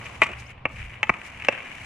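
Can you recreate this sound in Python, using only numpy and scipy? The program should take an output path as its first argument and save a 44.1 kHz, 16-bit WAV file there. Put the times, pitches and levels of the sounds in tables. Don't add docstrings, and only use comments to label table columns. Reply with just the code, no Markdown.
import sys
import numpy as np
from scipy import signal
from scipy.fft import rfft, irfft
from scipy.io import wavfile
from scipy.ndimage import uniform_filter1d, minimum_filter1d

SR = 44100
rng = np.random.default_rng(int(sys.argv[2]) if len(sys.argv) > 2 else 0)


def store_wav(level_fs):
    pcm = np.round(np.clip(np.atleast_2d(level_fs), -1, 1) * 32767)
    wavfile.write(sys.argv[1], SR, pcm.T.astype(np.int16))


N = 81585

# (frequency [Hz], level [dB], t60 [s])
SHAFT_MODES = [(857, -35.5, 0.061), (1139, -34.5, 0.059), (1973, -35.5, 0.068), (2207, -49, 0.14),
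               (2370, -47, 0.089), (3010, -41.5, 0.087)]
# (time [s], scrape [dB], midrange [dB], rumble [dB])
NOISE_LEVELS = [(0.0, -42.5, -45, -44.5), (0.19, -48, -47, -47), (0.344, -43.5, -48.5, -47),
                (0.484, -52.5, -53.5, -50), (0.684, -60.5, -51.5, -48), (0.824, -53.5, -54, -44.5),
                (0.958, -43.5, -51.5, -50), (1.066, -61, -48, -48), (1.164, -47.5, -49.5, -56.5),
                (1.38, -45, -50, -48), (1.566, -38, -46, -57.5), (1.85, -43.5, -50.5, -45.5)]


def stick():
    # (time [s], 8 band levels [dB], first rebound [s], its share, second rebound [s], its share,
    #  clatter [dB], its t60 [s], shaft ring [dB], brightness [factor], low ring [Hz], lift [dB],
    #  middle ring [Hz], lift [dB], top ring [Hz], lift [dB], echo delay [s], echo trim [dB])
    blows = [ (0.2185, 13, 14, 15.1, 11.5, 20.8, 11.2, 22.4, -4.5, 0.0016, 0.58, 0.003, 0.79, 1, 0.056, 2.5, 0.96, 912, 7.3, 2810, 7.1, 3750, 3.3, 0.04, 0.42),
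             (0.6545, 14, 11.8, 15.5, 13.3, 12.3, 8.3, 14.5, -25.5, 0.001803, 0.46, 0.0026, 0.56, -0.5, 0.034, -15, 1.04, 1270, 2.2, 2310, 6.3, 6600, 8.3, .0455, 1.7),
             (1.031, 2.3, 1.7, 6.6, 4.7, 7, 11.9, 21.6, -9, 0.001496, 0.25, 0.0023, 0.6, -5, 0.039, -9, 1.002, 842, 11.2, 3180, 7, 6430, 10.4, 0.038, 0.76),
             (1.0946, 21.8, 13, 14.2, 14.8, 21.7, 14, 23.8, -17.5, 0.00265, 1.0, .0057, 0.69, -0.5, 0.02, -25, 0.92, 1225, 1.4, 2710, 4.9, 6000, 10.5, .045, -1.3),
             (1.4857, 13.5, 21.4, 25, 24, 13.9, 17.5, 22.1, -9.5, 0.0018, 0.55, 0.00272, 0.24, -5, 0.025, -18, 1.018, 734, 1.4, 2670, 8.5, 5540, 13.6, 0.036, -2.2)]
    # (time [s], bass [dB], body [dB], treble [dB], t60 [s])
    touches = [(0.0655, -42, -1.5, -23.5, 0.014), (0.2254, 5.5, 15.5, -18, 0.022),
               (0.2330, -5, 15, -6, 0.051), (0.2660, -3.5, 4.5, -19, 0.04), (0.2900, 8, 3, -24, 0.098),
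               (0.3160, -5, -2, -25, 0.03), (0.3325, -22, 3.5, -29, 0.031), (1.1395, -14, 2.5, -26, 0.027),
               (1.3980, -34, -0.5, -26.5, 0.054), (1.4220, -38, 2, -26, 0.025),
               (1.4478, -5, 8, -16.5, 0.041), (1.5254, 0, 7.5, -21.5, .03)]
    # (frequency [Hz], lead of the left [rad])
    left_lead = [(340, 0.14), (950, 0.86), (1550, -0.95), (2330, -0.36), (3360, -1.37), (8000, -1.1)]
    knocks = [knock(row[:-2]) for row in blows]
    hits = sum(knocks) + sum(touch(*row) for row in touches)
    echoes = sum(sound * delay(row[-2]) * amp(row[-1]) for sound, row in zip(knocks, blows))
    direct = np.exp(.5j * np.outer([1, -1], read(left_lead, bins())))
    return irfft(hits * (direct + yard()) + echoes * house())[:, :N]


def knock(row, rebound_hz=4730, bend_s=0.001094):
    band_hz = [200, 380, 570, 790, 1130, 1550, 2400, 5500]
    s, *levels, gap, share, gap2, share2, clatter_db, clatter_t60, ring_db, bright = row[:-6]
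    low_hz, low_db, mid_hz, mid_db, top_hz, top_db = row[-6:]
    t, hz = np.arange(N) / SR, bins()
    shaft = sum(amp(db + ring_db) * decay(t, t60) * np.cos(2 * np.pi * f * t)
                for f, db, t60 in SHAFT_MODES)
    lows = 1 / (1 + (hz / rebound_hz) ** 4)
    crack = lows + (1 - lows) * burst(t60=0.0013)
    pulses = crack * (1 + lows * (share * delay(gap) + share2 * delay(gap2)))
    clatter = amp(clatter_db) * (lows + 0.34 * (1 - lows)) * burst(clatter_t60) * delay(gap)
    spread = np.exp(-4j * np.pi * bend_s * np.sqrt(1000 * hz)) * delay(-bend_s * np.sqrt(1000 / 2400))
    tone = blade_tone(list(zip(band_hz[:-1], levels)), levels[-1], bright)
    spot = resonance(low_hz, low_db, 55) * resonance(mid_hz, mid_db, 100) * resonance(top_hz, top_db, 420)
    return tone * spot * spread * delay(s) * (pulses + rfft(shaft, 2 * N) + clatter)


def touch(s, bass_db, body_db, treble_db, t60):
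    tone = blade_tone([(400, bass_db), (1300, body_db - 7.5), (2400, body_db + 1.5)], treble_db)
    return tone * resonance(hz=2430, db=2.5, width_hz=110) * burst(t60) * delay(s)


def blade_tone(body, treble_db, bright=1, knee_hz=2670, knee_top_hz=3615, low_cut_hz=110):
    hz = np.fft.rfftfreq(8192, 1 / SR)
    step = np.clip((hz / bright - knee_hz) / (knee_top_hz - knee_hz), 0, 1)
    rolloff_db = -31.5 * np.log2(np.maximum(hz / 7810, 1))
    bite_db = 7.5 * np.exp(-((hz - 3670) / 480) ** 2)
    level_db = (1 - step) * read(body, hz) + step * (treble_db + bite_db) + rolloff_db
    return causal(amp(level_db) * hz ** 2 / (hz ** 2 + low_cut_hz ** 2))


def scrape(slip_db=-4.5, sand_db=-7.5):
    # (frequency [Hz], density [dB])
    friction_spectrum = [(1000, -16.5), (1600, -4.5), (2000, -2.5), (2400, 0.5), (2850, -2.5), (3300, -15),
                         (4000, -26.5), (6000, -81), (14000, -85)]
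    hiss_spectrum = [(2500, 1), (3500, 1.5), (4700, -1.5), (6500, 0.5), (8500, -4), (11700, -9.5),
                     (13000, -37)]
    # (time [s], level [dB])
    hiss_levels = [(0, -54.5), (.3, -60), (.45, -60.5), (.54, -79), (.64, -87), (.72, -60), (.82, -63.5),
                   (.93, -63), (1.01, -69.5), (1.07, -61.5), (1.45, -60), (1.85, -54.5)]
    # (time [s], half width [s], treble [dB], body [dB])
    strokes = [(0.158, 0.0051, -58, -44.5),  (0.403, 0.0077, -50, -52.5), (0.502, 0.014, -62, -49),
               (0.803, 0.035, -61.5, -42), (0.862, 0.0061, -76, -48.5), (1.265, 0.018, -55.5, -58)]
    body = fader(NOISE_LEVELS) + sum(amp(db) * swell(s, width) for s, width, _, db in strokes)
    treble = fader(hiss_levels) + sum(amp(db) * swell(s, width) for s, width, db, _ in strokes)
    grain = unit(uniform_filter1d(rng.standard_normal(N), size=260))
    friction = noise(friction_spectrum) + amp(slip_db) * grit(friction_spectrum, per_s=260, spread_db=6)
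    hiss = noise(hiss_spectrum) + amp(sand_db) * grit(hiss_spectrum, per_s=860, spread_db=6.5)
    return through_shaft(friction) * body * amp(2 * grain) + hiss * treble * amp(1.87 * grain)


def grit(spectrum, per_s, spread_db):
    sizes = amp(spread_db * np.minimum(rng.exponential(1, N), 3))
    struck = rng.random(N) < per_s / SR
    return diffuse(sizes * struck * rng.choice([-1., 1.], (2, N)), spectrum)


def through_shaft(friction, width_hz=70, lift_db=4):
    peaks = sum(1 / (1 + (2 * (bins() - hz) / width_hz) ** 2) for hz, _, _ in SHAFT_MODES)
    return unit(irfft(rfft(friction, 2 * N) * amp(lift_db * peaks))[:, :N])


def zips(centre_hz=5560, octaves_per_s=28, width_s=0.0097, db=-57.5):
    times = [0.051, .396, .468]
    t = np.arange(N) / SR
    glides = [centre_hz * 2 ** np.clip(octaves_per_s * (t - s), -1, 1) for s in times]
    tone = sum(swell(s, width_s) * np.exp(2j * np.pi * np.cumsum(hz) / SR) for s, hz in zip(times, glides))
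    flutter = [unit(x) for x in uniform_filter1d(rng.standard_normal((2, 2, N)), size=70)]
    return amp(db) * (flutter[0] * tone.real + flutter[1] * tone.imag)


def house():
    slap = amp(-26.5) * burst(t60=0.011)
    return slap + amp(-23.5) * pair([burst(t60=0.18), burst(t60=0.18)])


def yard(db=-21.5):
    # (frequency [Hz], t60 [s])
    decay_times = [(150, 0.12), (600, 0.63), (2300, 0.66), (5000, 0.055), (12000, 0.35)]
    hz, t, bands = signal.stft(rng.standard_normal((2, N)), SR, nperseg=256)
    tail = signal.istft(bands * decay(t, read(decay_times, hz)[:, None]), SR, nperseg=256)[1][:, :N]
    return amp(db) * pair(rfft(tail / np.linalg.norm(tail[0]), 2 * N))


def thump_and_wind(peak_hz=46):
    # (time [s], half width [s], level [dB])
    low_swells = [(0.586, 0.0094, -40.5), (0.812, 0.053, -38.5)]
    low_noise = noise([(18, -20), (peak_hz, 0), (85, -10), (200, -23), (900, -100)])
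    return low_noise * sum(amp(db) * swell(s, width) for s, width, db in low_swells)


def outdoors(rumble_lift_db=1):
    # (frequency [Hz], density [dB])
    rush_spectrum = [(100, -19.5), (200, -1), (400, -7.5), (600, -3), (1100, -0.5), (1600, -13.5),
                     (3000, -14.5), (5000, -31.5), (14000, -79)]
    rumble_spectrum = [(15, 0), (35, -32), (60, 4), (90, 0.5), (122, 4), (160, -5.5), (250, -11.5),
                       (500, -62), (4000, -110)]
    rush = noise(rush_spectrum) * fader(NOISE_LEVELS, column=2)
    rumble = noise(rumble_spectrum) * fader(NOISE_LEVELS, column=3)
    return rush + rumble * amp(rumble_lift_db)


def hum():
    # (frequency [Hz], level [dB])
    tones = [(67, -44), (118, -43.5)]
    t = np.arange(N) / SR
    drone = sum(amp(db) * np.sin(2 * np.pi * (hz * t + rng.random())) for hz, db in tones)
    return drone * swell(s=0.37, width=0.071)


def pair(spectra):
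    # (frequency [Hz], coherence [0 to 1])
    coherence = [(110, 1), (330, 0.98), (600, 0.6), (1000, 0.29), (1800, 0.88), (3200, 0.23), (8000, 0.13)]
    same = read(coherence, bins())
    return np.array([spectra[0], same * spectra[0] + np.sqrt(1 - same ** 2) * spectra[1]])


def diffuse(x, spectrum):
    return unit(irfft(pair(rfft(x, 2 * N)) * amp(read(spectrum, bins())))[:, :N])


def noise(spectrum):
    return diffuse(rng.standard_normal((2, 2 * N)), spectrum)


def burst(t60):
    shower = rng.standard_normal(N) * decay(np.arange(N) / SR, t60)
    return rfft(shower / np.linalg.norm(shower), 2 * N)


def resonance(hz, db, width_hz):
    return 1 + (amp(db) - 1) / (1 + 2j * (bins() - hz) / width_hz)


def causal(gain):
    log = np.log(np.maximum(gain, 1e-5))
    spectrum = np.exp(np.conj(signal.hilbert(np.concatenate([log, log[-2:0:-1]]))))
    return rfft(irfft(spectrum[:len(gain)]), 2 * N)


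def delay(s):
    return np.exp(-2j * np.pi * bins() * s)


def decay(t, t60):
    return np.exp(-np.log(1000) * t / t60)


def swell(s, width):
    return np.exp(-.5 * ((np.arange(N) / SR - s) / width) ** 2)


def fader(points, column=1):
    columns = np.transpose(points)
    return amp(np.interp(np.arange(N) / SR, columns[0], columns[column]))


def read(points, hz):
    f, value = np.transpose(points)
    return np.interp(np.log(hz + 1), np.log(f + 1), value)


def bins():
    return np.fft.rfftfreq(2 * N, 1 / SR)


def amp(db):
    return 10 ** (np.asarray(db) / 20)


def unit(x):
    return x / np.sqrt(np.mean(x ** 2) + 1e-20)


def scene():
    # (frequency [Hz], left minus right [dB])
    balance = [(110, 0), (270, -2), (440, -4), (720, -5.5), (1180, 0.5), (1940, 4.5), (3000, 1.5),
               (3700, -2), (5500, 4), (9000, -0.5)]
    mix = stick() + scrape() + outdoors() + zips() + thump_and_wind() + hum()
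    lean = amp(.5 * np.outer([1, -1], read(balance, bins())))
    return irfft(rfft(mix, 2 * N) * lean)[:, :N]


def record(dry, ceiling=.97, limiter_s=.0012, edge_hz=15800):
    size = round(limiter_s * SR) | 1
    gain = minimum_filter1d(ceiling / np.maximum(abs(dry).max(0), ceiling), 2 * size + 1)
    held = dry * uniform_filter1d(uniform_filter1d(gain, size), size)
    lowpass = signal.firwin(511, edge_hz, window=("kaiser", 9), fs=SR)
    return signal.oaconvolve(held, lowpass[None], "same")


dry = scene()
out = record(dry)
store_wav(out)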